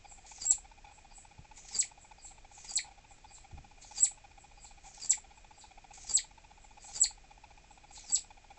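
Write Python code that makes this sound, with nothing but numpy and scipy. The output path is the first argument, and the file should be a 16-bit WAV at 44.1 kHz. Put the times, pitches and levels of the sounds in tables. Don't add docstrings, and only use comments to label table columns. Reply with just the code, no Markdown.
import sys
import numpy as np
from scipy import signal
from scipy.fft import rfft, irfft
from scipy.io import wavfile

SR = 44100
rng = np.random.default_rng(int(sys.argv[2]) if len(sys.argv) > 2 else 0)


def output_pcm(signal):
    pcm = np.clip(np.atleast_2d(signal).T, -1, 1) * 32767
    wavfile.write(sys.argv[1], SR, np.round(pcm).astype(np.int16))


N = 378378
TIME = np.arange(N) / SR


def from_db(db):
    return 10 ** (np.asarray(db) / 20)


def rms_one(x):
    return x / np.sqrt(np.mean(x ** 2) + 1e-20)


def coloured(x, spectrum):
    hz, db = np.transpose(spectrum)
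    bins_hz = np.fft.rfftfreq(len(x), 1 / SR) + 1
    gain = from_db(np.interp(np.log(bins_hz), np.log(hz), db))
    return rms_one(irfft(rfft(x) * gain, len(x)))


def noise(spectrum):
    return coloured(rng.standard_normal(N), spectrum)


def drift(rate_hz):
    r = np.exp(-2 * np.pi * rate_hz / SR)
    return rms_one(signal.lfilter([1], [1, -2 * r, r * r], rng.standard_normal(N)))


def sine(hz):
    return np.sqrt(2) * np.sin(2 * np.pi * np.cumsum(hz) / SR)


def envelope(s, attack, hold, release):
    span = slice(*np.searchsorted(TIME, [s - 2 * attack, s + hold + 2 * release]))
    t = TIME[span] - s
    return span, t, -20 * np.maximum(np.maximum(-t / attack, (t - hold) / release), 0)


def puffs(events, attack, release):
    gain = np.zeros(N)
    for s, hold, db in events:
        span, t, fade = envelope(s, attack, hold, release)
        gain[span] += from_db(db + fade)
    return gain


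# pitch_hz, level_db (relative)
RUMBLE_COLOUR = [(12, -8.5), (20, 2.5), (38, 0.5), (97, -12.5), (189, -19.5), (375, -24), (464, -26),
                 (600, -30), (780, -58), (1320, -120)]
# pitch_hz, level_db (relative)
AIR_COLOUR = [(300, -3), (600, -4), (1100, -2), (1900, 0.5), (2400, 4), (3000, -1), (4300, -2), (5500, -2),
              (6800, -1.5), (7600, 0.5), (8100, -6.5)]


def room_floor(rumble_db=-60, air_db=-65):
    return from_db(rumble_db) * noise(RUMBLE_COLOUR) + from_db(air_db) * noise(AIR_COLOUR)


# centre_s, length_s, level_db
LONG_BUZZES = [(.885, 0.039, -57), (2.87, 0.053, -56.5), (4.87, 0.041, -56), (6.895, 0.034, -56)]
# multiple of the base pitch, level_db, roughness (0-1)
BUZZ_PARTIALS = [(1, 0, 0.3), (1.76, -19, 0.3), (2.32, -26.5, 0.7), (2.8, -15, 0.5), (3.02, -11.5, 0.4),
                 (4.218, -17.5, 0.5)]
FRAME_RATE_HZ, FIRST_FRAME_S = 15.014, .0537


def camera(buzz_hz=818, buzz_db=-55, whine_hz=2462, whine_db=-76, scatter_s=0.0012):
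    length_s, edge_s, wander = .013, .005, .03
    frames = np.arange(FIRST_FRAME_S, TIME[-1], 1 / FRAME_RATE_HZ)
    chance = rng.uniform(-1.2, 1, (len(frames), 3))
    bursts = [(s + scatter_s * a, length_s * (1 + 0.39 * b), buzz_db + 3 * c)
              for s, (a, b, c) in zip(frames, chance)]
    gate = np.zeros(N)
    for s, length, db in bursts + list(LONG_BUZZES):
        span = slice(*np.searchsorted(TIME, [s - length, s + length]))
        shape = np.clip((length / 2 - abs(TIME[span] - s)) / edge_s + .5, 0, 1)
        gate[span] = np.maximum(gate[span], from_db(db) * shape)
    pitch = buzz_hz * (1 + wander * drift(90))
    buzz = np.zeros(N)
    for multiple, db, rough in BUZZ_PARTIALS:
        partial = sine(multiple * pitch + 40 * drift(339))
        buzz += from_db(db) * partial * (1 + rough * drift(140))
    grit = from_db(-13.5) * noise([(300, -1), (2400, -6.5), (4000, 5), (8000, -4.0)])
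    idle = from_db(-73) * noise([(450, -24.5), (660, -5), (780, -7), (900, -9.5), (1200, -30.5)])
    whine = from_db(whine_db) * sine(whine_hz * (1 + .001 * drift(60)))
    return gate * (buzz + grit) + idle + whine


# start_s, level_db, pitch_hz
BUMPS = [(1.392, -40, 150), (3.536, -34.5, 46), (3.585, -39, 79), (3.641, -45, 49)]


def bumps(t60=0.033, shuffle_db=-11, attack_s=0.015, release_s=0.052):
    swings, t = np.zeros(N), TIME[:SR // 4]
    for s, db, hz in BUMPS:
        at = round(s * SR)
        swings[at:at + len(t)] += from_db(db - 60 * t / t60) * np.sin(2 * np.pi * hz * t)
    shuffle = puffs([(s, 0, db + shuffle_db) for s, db, hz in BUMPS], attack_s, release_s)
    return swings + shuffle * noise([(25, -4), (90, 3), (220, -12.5), (400, -23.0), (1500, -53)])


# pitch_hz, level_db (relative)
REVERB_COLOUR = [(500, -2), (2000, -3), (3000, 3), (4300, -3.5), (5500, 1.5), (6600, -7), (7400, -2),
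                 (8200, -11.5)]
# pitch_hz, level_db (relative)
SPACE_MODES = [(4066, -3), (4326, 0), (4630, -14), (4792, -14.5), (6647, -4), (7298, 2.5), (7386, -8.5),
               (7593, -1.5), (7790, -6), (7939, -4.5)]


def reverberate(x, t60, build_s, modes_db=-13):
    t = TIME[:SR // 2]
    modes = sum(from_db(db) * np.sin(2 * np.pi * (hz * t + rng.random())) for hz, db in SPACE_MODES)
    response = coloured(rng.standard_normal(len(t)), REVERB_COLOUR) + from_db(modes_db) * modes
    response = response * from_db(-60 * t / t60) * np.minimum(t / build_s, 1) ** 2
    return signal.fftconvolve(x, response / np.linalg.norm(response))[:N]


# delay_s, level_db (relative to the direct sound)
ECHOES = [(.0021, -12), (.0045, -7), (.0112, -14), (.0138, -12)]


def echoes(x):
    return sum(from_db(db) * np.interp(TIME - delay, TIME, x, left=0) for delay, db in ECHOES)


HOLD_HZ, CREST_HZ, BREAK_HZ = 7604, 8042, 6797
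CREST_LEAD_S, LIFT_S = 0.0021, .007
DROP_HZ, DROP_S, FALL_HZ_PER_S, LOWEST_HZ = 1870, .003, 122400, 1832
SWELL_DB, SWELL_S, SAG_DB = 17.5, 0.0079, 11.5
BREAK_S, ONSET_S, RELEASE_S = .003, .003, 0.0052
# pitch_hz, level_db (relative to the plunge level)
PLUNGE_COLOUR = [(1900, -10), (2200, -6.5), (2600, -19), (3100, -20.5), (3850, -6), (4400, 0),
                 (5500, -10.5), (6700, -0.5)]


def chirp(s, hold, shoulder, plunge, peak_db, plunge_db):
    span, t, fade = envelope(s - hold, ONSET_S, hold + shoulder + plunge, RELEASE_S)
    t = t - hold
    crest, fallen = t + CREST_LEAD_S, np.maximum(t - shoulder, 0)
    lift = (CREST_HZ - HOLD_HZ) * np.exp(np.minimum(crest, 0) / LIFT_S)
    roll = (CREST_HZ - BREAK_HZ) * np.clip(crest / (shoulder + CREST_LEAD_S), 0, 1)
    drop = DROP_HZ * (1 - np.exp(-fallen / DROP_S))
    hz = np.maximum(HOLD_HZ + lift - roll - drop - FALL_HZ_PER_S * fallen, LOWEST_HZ)
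    swell = SWELL_DB * (1 - np.exp(np.minimum(t, 0) / SWELL_S))
    sag = SAG_DB * np.sqrt(np.clip(t / shoulder, 0, 1))
    high_db = peak_db - swell - sag
    low_db = plunge_db + np.interp(hz, *np.transpose(PLUNGE_COLOUR))
    broken = np.minimum(fallen / BREAK_S, 1)
    return span, hz, fade + (1 - broken) * high_db + broken * low_db


WHEEZE_REST_HZ, WHEEZE_ABOVE_HZ, WHEEZE_SAG_S = 4323, 430, .03
WHEEZE_ATTACK_S, WHEEZE_RELEASE_S = 0.019, .028


def wheeze(s, db):
    span, t, fade = envelope(s, WHEEZE_ATTACK_S, 0, WHEEZE_RELEASE_S)
    return span, WHEEZE_REST_HZ + WHEEZE_ABOVE_HZ * np.exp(-t / WHEEZE_SAG_S), db + fade


def add(out, whistle, waver):
    span, hz, db = whistle
    out[span] += from_db(db) * sine(hz * (1 + waver[span]))


FAR_HOLD_S, FAR_SHOULDER_S, FAR_PLUNGE_S = 0.034, 0.012, .013
PIP_LEAD_S, FAR_WHEEZE_LEAD_S = .228, .056
PIP_DB, FAR_WHEEZE_DB = -10, -15.5
# peak_s, peak_db, plunge_db
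FAR_CALLS = [(0.106, -47, -70), (1.167, -45, -73), (2.248, -42, -56), (3.338, -44.5, -56),
             (3.811, -64, -51.5), (4.637, -45, -53), (5.595, -49, -50.5), (6.858, -46, -54),
             (7.945, -48, -46)]


def far_squirrel(jitter=0.027):
    voice, waver = np.zeros(N), jitter * drift(700)
    for s, peak_db, plunge_db in FAR_CALLS:
        pip_levels = peak_db + PIP_DB, plunge_db + PIP_DB
        add(voice, chirp(s - PIP_LEAD_S, FAR_HOLD_S, FAR_SHOULDER_S, 0, *pip_levels), waver)
        add(voice, wheeze(s - FAR_WHEEZE_LEAD_S, peak_db + FAR_WHEEZE_DB), waver)
        add(voice, chirp(s, FAR_HOLD_S, FAR_SHOULDER_S, FAR_PLUNGE_S, peak_db, plunge_db), waver)
    return voice


HISS_DB, HISS_ATTACK_S, HISS_RELEASE_S = -56, .028, 0.079
BUILD_DB, BUILD_S = -49, 0.17
# pitch_hz, level_db (relative)
HISS_COLOUR = [(300, -21), (1600, -21.5), (2200, -5.5), (2900, -16), (4400, -8), (5600, -10.5), (6600, -1),
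               (8000, -2.5)]


def hiss(events, flutter_db=5.5):
    steady = puffs(events, HISS_ATTACK_S, HISS_RELEASE_S)
    build = puffs([(s + length, 0, BUILD_DB) for s, length, db in events], BUILD_S, HISS_RELEASE_S)
    return np.hypot(steady, build) * noise(HISS_COLOUR) * from_db(flutter_db * drift(45))


AIRY_HZ, AIRY_SINK_HZ_PER_S, AIRY_DB = 7440, 13000, -61.5


def airy_tone(s, length):
    span, t, fade = envelope(s, HISS_ATTACK_S, length, HISS_ATTACK_S)
    return span, AIRY_HZ - AIRY_SINK_HZ_PER_S * t, AIRY_DB + fade


RASP_ATTACK_S, RASP_HOLD_S, RASP_RELEASE_S, FLUTTER_DB = .026, .016, .045, -65
# pitch_hz, level_db (relative)
RASP_COLOUR = [(150, -13), (600, -21.5), (1400, -24.5), (2200, -30), (3200, -23.5), (4700, -14),
               (6200, -13), (7400, 1.5), (8200, -8.5)]
# pitch_hz, level_db (relative)
FLUTTER_COLOUR = [(60, -10.5), (200, 5), (450, -10), (1000, -4), (2000, -2), (3200, -10)]


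def rasp_and_flutter(events, crackles_per_s=300, breath_share=0.19):
    grains = (rng.random(N) < crackles_per_s / SR) * rng.uniform(0.097, 1, N)
    grains = grains - grains.mean()
    rasp = rms_one(coloured(grains, RASP_COLOUR) + breath_share * noise(RASP_COLOUR))
    flutter = coloured(grains, FLUTTER_COLOUR)
    flutters = [(s, hold, FLUTTER_DB) for s, hold, db in events]
    shape = RASP_ATTACK_S, RASP_RELEASE_S
    return puffs(events, *shape) * rasp + puffs(flutters, *shape) * flutter


CATCH_ATTACK_S, CATCH_RELEASE_S, ONSET_CATCH_DB = .003, 0.0033, -24.5
# start_s, level_db
EXTRA_CATCHES = [(0.4413, -20.5), (.454, -23), (2.71, -19.5), (2.738, -22), (5.06, -21.5)]
# pitch_hz, level_db (relative)
CATCH_COLOUR = [(200, -35), (3000, -23), (5000, -26.5), (5800, -9.5), (7200, -1.5), (8200, 3.5)]


def voice_catches(onsets):
    events = [(s, 0, db) for s, db in EXTRA_CATCHES] + [(s, 0, ONSET_CATCH_DB) for s in onsets]
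    return puffs(events, CATCH_ATTACK_S, CATCH_RELEASE_S) * noise(CATCH_COLOUR)


# peak_s, hiss_length_s, wheeze_lead_s, hold_s, shoulder_s, plunge_s,
# peak_db, plunge_db, wheeze_db, rasp_db
NEAR_CALLS = [(0.5098, .155, 0.086, .055, 0.0037, 0.02, -17, -37.5, -42.5, -41.5),
              (1.802, 0.18, 0.052, 0.015, 0.0049, 0.022, -17, -32, -39.5, -38.5),
              (2.766, 0.16, 0.07, 0.0089, 0.0032, 0.024, -20, -30.5, -42, -45.5),
              (4.034, 0.16, .053, 0.029, 0.01, 0.022, -16, -35, -40.5, -39),
              (5.106, 0.18, 0.076, 0.01, 0.0049, 0.023, -17, -32, -42.5, -42.5),
              (6.155, .16, 0.056, 0.018, .0131, 0.023, -18, -29.5, -44, -38.5),
              (7.018, .133, 0.059, 0.014, 0.017, 0.025, -17, -32.5, -44.5, -41),
              (8.146, .165, .049, 0.023, 0.0069, .018, -18, -34, -46.5, -46)]


def near_squirrel(jitter=0.0099, wheeze_jitter=.009, flutter_db=3.0, airy_jitter=0.095):
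    voice, hisses, rasps, onsets = np.zeros(N), [], [], []
    steady, rough, airy = jitter * drift(400), wheeze_jitter * drift(310), airy_jitter * drift(1500)
    for s, hiss_s, lead, hold, shoulder, plunge, peak_db, plunge_db, wheeze_db, rasp_db in NEAR_CALLS:
        wheeze_at = s - lead
        hiss_at = wheeze_at - hiss_s
        add(voice, airy_tone(hiss_at, hiss_s), airy)
        add(voice, wheeze(wheeze_at, wheeze_db), rough)
        add(voice, chirp(s, hold, shoulder, plunge, peak_db, plunge_db), steady)
        hisses.append((hiss_at, hiss_s, HISS_DB))
        rasps.append((wheeze_at, RASP_HOLD_S, rasp_db))
        onsets.append(s - hold)
    voice = voice * from_db(flutter_db * drift(160))
    return voice + hiss(hisses) + rasp_and_flutter(rasps) + voice_catches(onsets)


def scene(room_db=-10, far_db=-3, far_direct_db=-6):
    near_dry, far_dry = near_squirrel(), far_squirrel()
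    near_room = from_db(room_db) * reverberate(near_dry, t60=0.17, build_s=0.011)
    near = near_dry + echoes(near_dry) + near_room
    far_room = from_db(far_db) * reverberate(far_dry, t60=0.3, build_s=0.0051)
    far = from_db(far_direct_db) * far_dry + far_room
    return np.tile(near + far + bumps() + camera() + room_floor(), (2, 1))


def record(dry, cutoff_hz=8120):
    taps = signal.firwin(301, cutoff_hz, window=("kaiser", 5), fs=SR)
    return signal.fftconvolve(dry, taps[None], mode="same", axes=1)


dry = scene()
out = record(dry)
output_pcm(out)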